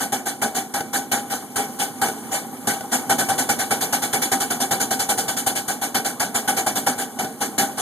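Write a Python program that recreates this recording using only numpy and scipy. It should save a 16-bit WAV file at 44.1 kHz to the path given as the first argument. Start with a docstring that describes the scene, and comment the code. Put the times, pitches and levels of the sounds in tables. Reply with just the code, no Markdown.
"""A rail yard at night, just behind the boiler of a miniature steam locomotive rolling along the track.
Each piston stroke blows a chuff of steam up the ringing chimney, slowly at first, then in a fast run,
then slowly again. Steam hisses on between the chuffs, uneven rails make the wheels rumble, and loose
rods knock on the frame. The yard throws back a short echo of the chuffs and knocks."""
import sys
import numpy as np
from scipy import signal
from scipy.fft import rfft, irfft
from scipy.io import wavfile
from scipy.ndimage import uniform_filter1d

SR = 44100
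rng = np.random.default_rng(int(sys.argv[2]) if len(sys.argv) > 2 else 0)


def master_out(mix):
    """Clip the mix to full scale and print it as 16-bit PCM to the path in sys.argv[1]."""
    frames = np.transpose(np.atleast_2d(mix))
    ceiling = np.clip(frames, -1, 1)
    pcm = np.round(ceiling * 32767).astype(np.int16)
    wavfile.write(sys.argv[1], SR, pcm)


N = 344410
TIME = np.arange(N) / SR
FILTER_HZ = np.fft.rfftfreq(2 ** 13, 1 / SR)

# one row for each piston stroke, two valves taking turns: start_s, level_db
STROKES = [(0, -23), (0.12, -23.5), (0.254, -24.5), (0.415, -21), (0.544, -23), (0.737, -24),
           (0.928, -21.5), (1.114, -20), (1.296, -25.5), (1.557, -21), (1.786, -22), (2.014, -20.5),
           (2.309, -24), (2.67, -20), (2.914, -20), (3.093, -17.5), (3.18, -19), (3.285, -21.2),
           (3.377, -20), (3.488, -19), (3.585, -21.5), (3.705, -20), (3.805, -21), (3.924, -18.6),
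           (4.017, -21), (4.127, -19.5), (4.215, -19.5), (4.314, -18), (4.398, -21), (4.501, -22),
           (4.599, -21), (4.707, -19), (4.797, -21), (4.905, -19.5), (4.989, -20), (5.087, -18.2),
           (5.173, -20.5), (5.278, -20.5), (5.364, -21.5), (5.462, -18.6), (5.551, -22.5), (5.678, -22),
           (5.812, -22.5), (5.943, -19.5), (6.042, -22), (6.196, -20.6), (6.341, -20.5), (6.475, -19.5),
           (6.563, -20.5), (6.662, -20.5), (6.752, -22), (6.863, -19.5), (6.977, -25.5), (7.187, -25),
           (7.403, -23), (7.579, -17.8), (7.771, -24)]


def gain_of(db):
    """Turns decibels into a number to multiply by."""
    return 10 ** (np.asarray(db) / 20)


def evened(x):
    """Scales a signal to an average power of one."""
    return x / np.sqrt(np.mean(x ** 2) + 1e-20)


def at_pitch(table, hz):
    """Reads between the rows of a table, giving each octave equal room."""
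    pitches, values = np.transpose(table)
    return np.interp(np.log(hz + 1), np.log(pitches + 1), values)


def wander(hz):
    """A smooth random curve that moves up to about hz times a second."""
    t = np.linspace(0, N / SR, 2 ** 12)
    keep_slow = np.exp(-(np.fft.rfftfreq(len(t), t[1]) / hz) ** 2)
    smooth = irfft(rfft(rng.standard_normal(len(t))) * keep_slow)
    return np.interp(TIME, t, evened(smooth))


def colour(x, db):
    """Makes some pitches stronger than others; any ringing comes after the sound that starts it."""
    log_gain = np.log(gain_of(np.r_[db, db[-2:0:-1]]))
    spectrum = np.exp(signal.hilbert(log_gain).conj())[:len(db)]
    ring = irfft(spectrum)[:len(db)]
    return signal.oaconvolve(x, ring[None] / np.linalg.norm(ring), axes=1)[:, :N]


def strokes():
    """Times each stroke: the slower the beat, the longer a cylinder takes to empty."""
    # a soft valve and a snappy one; each time grows or shrinks with the beat raised to its exponent:
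    # opening_s, opening_exponent, emptying_s, emptying_exponent, throat_db
    valves = [(0.01, 1, 0.041, 0.3, -2.5), (.0058, -.55, .043, 0.75, .2)]
    # the low, throaty part of the chuff thins out late in the fast run: time_s, level_db
    bark = [(0, 1), (3.3, .5), (4.1, -1), (4.7, 0.5), (5.0, -2.5), (5.5, -4.3), (5.9, 0), (6.5, 0.9),
            (7.8, 0)]
    beats = np.diff([s for s, db in STROKES]) / 0.1  # gaps between strokes, in tenths of a second
    for k, ((s, db), beat) in enumerate(zip(STROKES, np.r_[beats, beats[-1]])):
        opening_s, opening_exponent, emptying_s, emptying_exponent, throat_db = valves[k % 2]
        bark_db = throat_db + np.interp(s, *np.transpose(bark))
        yield s, db, opening_s * beat ** opening_exponent, emptying_s * beat ** emptying_exponent, bark_db


def steam_jet(flutter_db, patchy_db=2.0):
    """Noise whose strength and colour flutter as swirls and droplets leave the nozzle."""
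    bands = signal.stft(rng.standard_normal((2, N)), nperseg=256)[2]
    patches = uniform_filter1d(rng.standard_normal(bands.shape[1:]), size=5, axis=0)  # smooth over pitch
    patches = evened(uniform_filter1d(patches, size=7, axis=1))  # and over time
    flutter = rng.standard_normal(bands.shape[-1])  # shared by all pitches
    bands *= gain_of(patchy_db * patches + flutter_db * flutter)
    return evened(signal.istft(bands)[1][:, :N])


def chimney(steam, jet_colour):
    """A jet of steam makes the chimney ring at its own pitches."""
    # ringing of the chimney and the smokebox under it: pitch_hz, width_hz, lift_db
    rings = [(242.5, 60, 9.5), (793, 96, 15.3), (1506, 67, 7), (2273, 143, 15.5), (2890, 295, 5.5),
             (3062, 91, 4.5), (3452, 163, 9), (4056, 110, 7.5), (4605, 220, 5.5), (5590, 510, 6),
             (6450, 200, 3), (7035, 220, 5), (7800, 110, 1.5), (9600, 1640, 4), (11060, 220, 4),
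             (12400, 200, 2.5)]
    lift_db = sum(db / (1 + (2 * (FILTER_HZ - hz) / width) ** 2) for hz, width, db in rings)
    return colour(steam, at_pitch(jet_colour, FILTER_HZ) + lift_db)


def chuffs(hiss_db=3.5, throat_db=6.0, split_hz=2200, sag_s=0.079, crack=0.51, crack_s=0.0091):
    """A valve opens with a crack, the pressure sags, and the flow ends as the cylinder empties."""
    # colour of the blast before the chimney: pitch_hz, level_db
    blast_colour = [(30, -30), (60, -26.5), (110, -7), (450, -1), (550, -5.5), (700, -1), (1100, -8.5),
                    (1600, -2.5), (2050, -12.5), (5000, -12), (6100, -10), (6500, -5.5), (10000, -7.5),
                    (14000, -10)]
    hiss_power, throat_power = np.zeros(N), np.zeros(N)
    for s, db, opening_s, emptying_s, bark_db in strokes():
        span = slice(round(s * SR), round((s + .5) * SR))
        age = np.maximum(TIME[span] - s, 0)
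        valve = 1 - np.exp(-(age / opening_s) ** 1.26)
        pressure = np.exp(-age / sag_s) * (1 + crack * np.exp(-age / crack_s))
        pressure /= np.sqrt(1 + (age / emptying_s) ** 4)
        flow = gain_of(db) * valve * pressure / np.max(valve * pressure)
        hiss_power[span] += flow ** 2
        throat_power[span] += (flow * gain_of(bark_db)) ** 2
    jet = steam_jet(flutter_db=0.38)
    low = signal.sosfiltfilt(signal.butter(3, split_hz, fs=SR, output="sos"), jet)
    hiss = gain_of(hiss_db) * np.sqrt(hiss_power) * (jet - low)
    throat = gain_of(throat_db) * np.sqrt(throat_power) * low
    blast = hiss + throat
    # the narrow pipe lets out less of the bass
    bass = signal.sosfiltfilt(signal.butter(2, 450, fs=SR, output="sos"), blast)
    return chimney(blast + (gain_of(-5) - 1) * bass, blast_colour)


def thumps(level_db=-10, pitch_hz=112, fade_s=0.016, snap_s=0.0047):
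    """Each valve pushes out one low puff of air, louder the faster it snaps open."""
    pushes = np.zeros(N)
    for s, db, opening_s, *_ in strokes():
        pushes[round(s * SR)] = gain_of(db + level_db) / np.hypot(1, opening_s / snap_s)
    age = TIME[:SR // 10]
    puff = np.sin(2 * np.pi * pitch_hz * age) * np.exp(-age / fade_s)
    return signal.oaconvolve(pushes, puff)[:N]


def leak(level_db=3.0, waver_db=1.0):
    """Steam keeps escaping between strokes, more of it in the fast run."""
    # strength of the escaping steam: time_s, level_db
    leaking = [(0.0, -42), (0.3, -44.5), (2.06, -38), (2.67, -40), (3.28, -34), (5.29, -37), (5.61, -39.5),
               (6.29, -41.5), (6.57, -35.5), (6.85, -38), (7.05, -42), (7.81, -39.5)]
    # its colour before the chimney: pitch_hz, level_db
    leak_colour = [(30, -22), (60, -24), (110, -2.5), (450, -0.5), (550, -4), (700, -4.5), (1100, -2),
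                   (1600, -9.5), (2050, -18), (5000, -20.5), (6100, -14.5), (6500, -13), (10000, -10),
                   (14000, -10.5)]
    flow_db = np.interp(TIME, *np.transpose(leaking)) + waver_db * wander(hz=14)
    return chimney(steam_jet(flutter_db=0) * gain_of(flow_db + level_db), leak_colour)


def wheels(level_db=-1.0, lumpy_db=1.5, shove_db=-14, lag_s=0.044, width_s=0.024):
    """Uneven rails shake the wheels into a lumpy rumble that swells as each stroke shoves the frame."""
    # strength of the wheels on the rails: time_s, level_db
    rolling_levels = [(0.0, -40), (1.0, -38.5), (1.24, -40), (2.74, -38), (3.28, -34), (3.67, -42),
                      (4.05, -44), (5.65, -40.5), (6.98, -38.5), (7.81, -36)]
    # colour of the rumble: pitch_hz, level_db
    rumble_colour = [(30, -20), (65, -33), (115, -18.5), (190, -8), (228, -0.5), (260, 1.7), (310, -8),
                     (450, -12), (600, -20), (1200, -25.5), (3000, -36)]
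    rolling = gain_of(np.interp(TIME, *np.transpose(rolling_levels)) + level_db)
    shove_power = np.zeros(N)
    for s, db in STROKES:
        easing_db = -3 if s > 3.5 else 0  # the pistons shove less once the engine is under way
        swell = np.exp(-((TIME - s - lag_s) / width_s) ** 2)
        shove_power += gain_of(db + shove_db + easing_db) ** 2 * swell
    shaking = np.sqrt(rolling ** 2 + shove_power) * gain_of(lumpy_db * wander(hz=22))
    return colour(rng.standard_normal((2, N)) * shaking, at_pitch(rumble_colour, FILTER_HZ))


def loose_rods(knock_db=-2.5, rattle_db=-42, rattles_per_s=22, scrape_s=0.0041):
    """Loose rods and couplings strike the frame: a few clear knocks among small rattles."""
    # the clear knocks: start_s, level_db
    knocks = [(0.807, -11.5), (1.148, -16), (2.086, -11.5), (2.809, -16.5), (3.114, -13), (3.34, -17),
              (3.732, -12), (3.774, -22), (4.448, -19), (5.206, -15), (6.249, -16.5), (7.246, -13)]
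    # ringing of the frame: pitch_hz, level_db, ring_s (time to fade by 60 dB)
    frame = [(258, -9, 0.13), (380, -4, 0.065), (455, 3, 0.083), (634, 1, 0.073), (780, 5.5, 0.16),
             (1120, -10, .05), (1492, 2, 0.066), (2300, -14, .03)]
    blows = (rng.random(N) < rattles_per_s / SR).astype(float)
    blows *= gain_of(rattle_db + 2.2 * np.minimum(rng.exponential(1, N), 3))
    blows *= rng.choice([-1, 1], N)
    for s, db in knocks:
        blows[round(s * SR)] += gain_of(db + knock_db)
    age = TIME[:SR // 2]
    ring = sum(gain_of(db - 60 * age / ring_s) * np.sin(2 * np.pi * hz * age) for hz, db, ring_s in frame)
    scrape = 0.5 * rng.standard_normal(len(age)) * np.exp(-age / scrape_s)
    return signal.oaconvolve(blows, ring / abs(ring).max() + scrape)[:N]


def echoes(delay_s=.022, echoes_per_s=2000):
    """Ground, walls and trees scatter the sound back to one spot; the deep bass lasts longest."""
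    # how long the yard rings: pitch_hz, ring_s (time to fade by 60 dB)
    ring_times = [(100, 0.8), (250, 0.26), (800, 0.5), (3000, 0.4), (12000, 0.2)]
    # strength of the echo: pitch_hz, level_db
    echo_colour = [(70, -35), (240, -1), (450, -5), (800, -12.5), (2000, -22.5), (12000, -15.5)]
    bounces = rng.choice([-1., 1.], (2, SR // 2)) * (rng.random((2, SR // 2)) < echoes_per_s / SR)
    hz, age, bands = signal.stft(bounces, SR, nperseg=512)
    ring_s = at_pitch(ring_times, hz)[:, None]
    fading = gain_of(-60 * age / ring_s) * np.sqrt(np.log(1000) / ring_s)
    bands *= fading * gain_of(at_pitch(echo_colour, hz))[:, None]
    tail = signal.istft(bands, SR)[1] / np.linalg.norm(bounces[0])
    return np.pad(tail, ((0, 0), (int(delay_s * SR), 0)))


def yard(x, moves=6):
    """The echoes change as the engine rolls on from spot to spot."""
    out, step = np.zeros((2, N + 2 * SR)), N // moves + 1
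    for centre in range(0, N + step, step):
        at = np.arange(max(centre - step, 0), min(centre + step, N))
        nearness = np.sqrt(np.maximum(1 - abs(at - centre) / step, 0))  # nearby spots share the power
        echo = signal.fftconvolve(x[:, at] * nearness, echoes(), axes=1)
        out[:, at[0]:at[0] + echo.shape[1]] += echo
    return out[:, :N]


def left_and_right(x):
    """Widens the sound: the sides move together below 2 kHz and swing in and out of step above.
    Row one of x is what they share, row two sets them apart."""
    # how alike the two sides are: pitch_hz, likeness (0 to 1)
    likeness = [(60, .6), (130, .94), (260, .92), (500, .92), (750, .99), (1750, .97), (2060, .6),
                (2300, .96), (2450, 1), (2780, 1), (3000, .5), (4000, .85), (4700, .55), (5250, .95),
                (6100, .7), (14000, .45)]
    # how far the left wave runs ahead: pitch_hz, lead_radians
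    lead = [(0, 0), (1950, 0), (2250, -3.1), (2850, -3.1), (3100, .3), (3500, .8), (3900, 0), (4300, .6),
            (5000, 3.1), (5750, 3.6), (6200, 6.2), (7000, 6.9), (7700, 9.4), (14000, 25)]
    # how much louder the left side is: pitch_hz, difference_db
    balance = [(80, -12), (170, -2), (450, -3.5), (780, 3.5), (1100, -1.5), (2000, 1), (2300, -2.5),
               (2600, 0), (2950, 4), (3450, 1.5), (4000, 0), (14000, 0)]
    hz = np.fft.rfftfreq(N, 1 / SR)
    shared, apart = rfft(x)
    same = at_pitch(likeness, hz)
    sides = np.array([[1], [-1]])
    pair = np.sqrt((1 + same) / 2) * shared + sides * np.sqrt((1 - same) / 2) * apart
    pair *= gain_of(sides * at_pitch(balance, hz) / 2)
    pair *= np.exp(.5j * sides * np.interp(hz, *np.transpose(lead)))
    return irfft(pair, N)


def scene():
    """Chuffs, thumps and knocks echo in the yard, over leaking steam and rumbling wheels."""
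    struck = np.array([thumps() + loose_rods(), np.zeros(N)])  # shared by both sides
    engine = chuffs() + struck
    return left_and_right(engine + yard(engine) + leak() + wheels())


def record(dry, low_cut_hz=82, high_cut_hz=13980):
    """Takes away the deepest bass and the highest treble."""
    low_cut = signal.butter(3, low_cut_hz, "high", fs=SR, output="sos")
    high_cut = signal.firwin(601, high_cut_hz, window=("kaiser", 8), fs=SR)
    return signal.oaconvolve(signal.sosfilt(low_cut, dry), high_cut[None], "same")


dry = scene()
out = record(dry)
master_out(out)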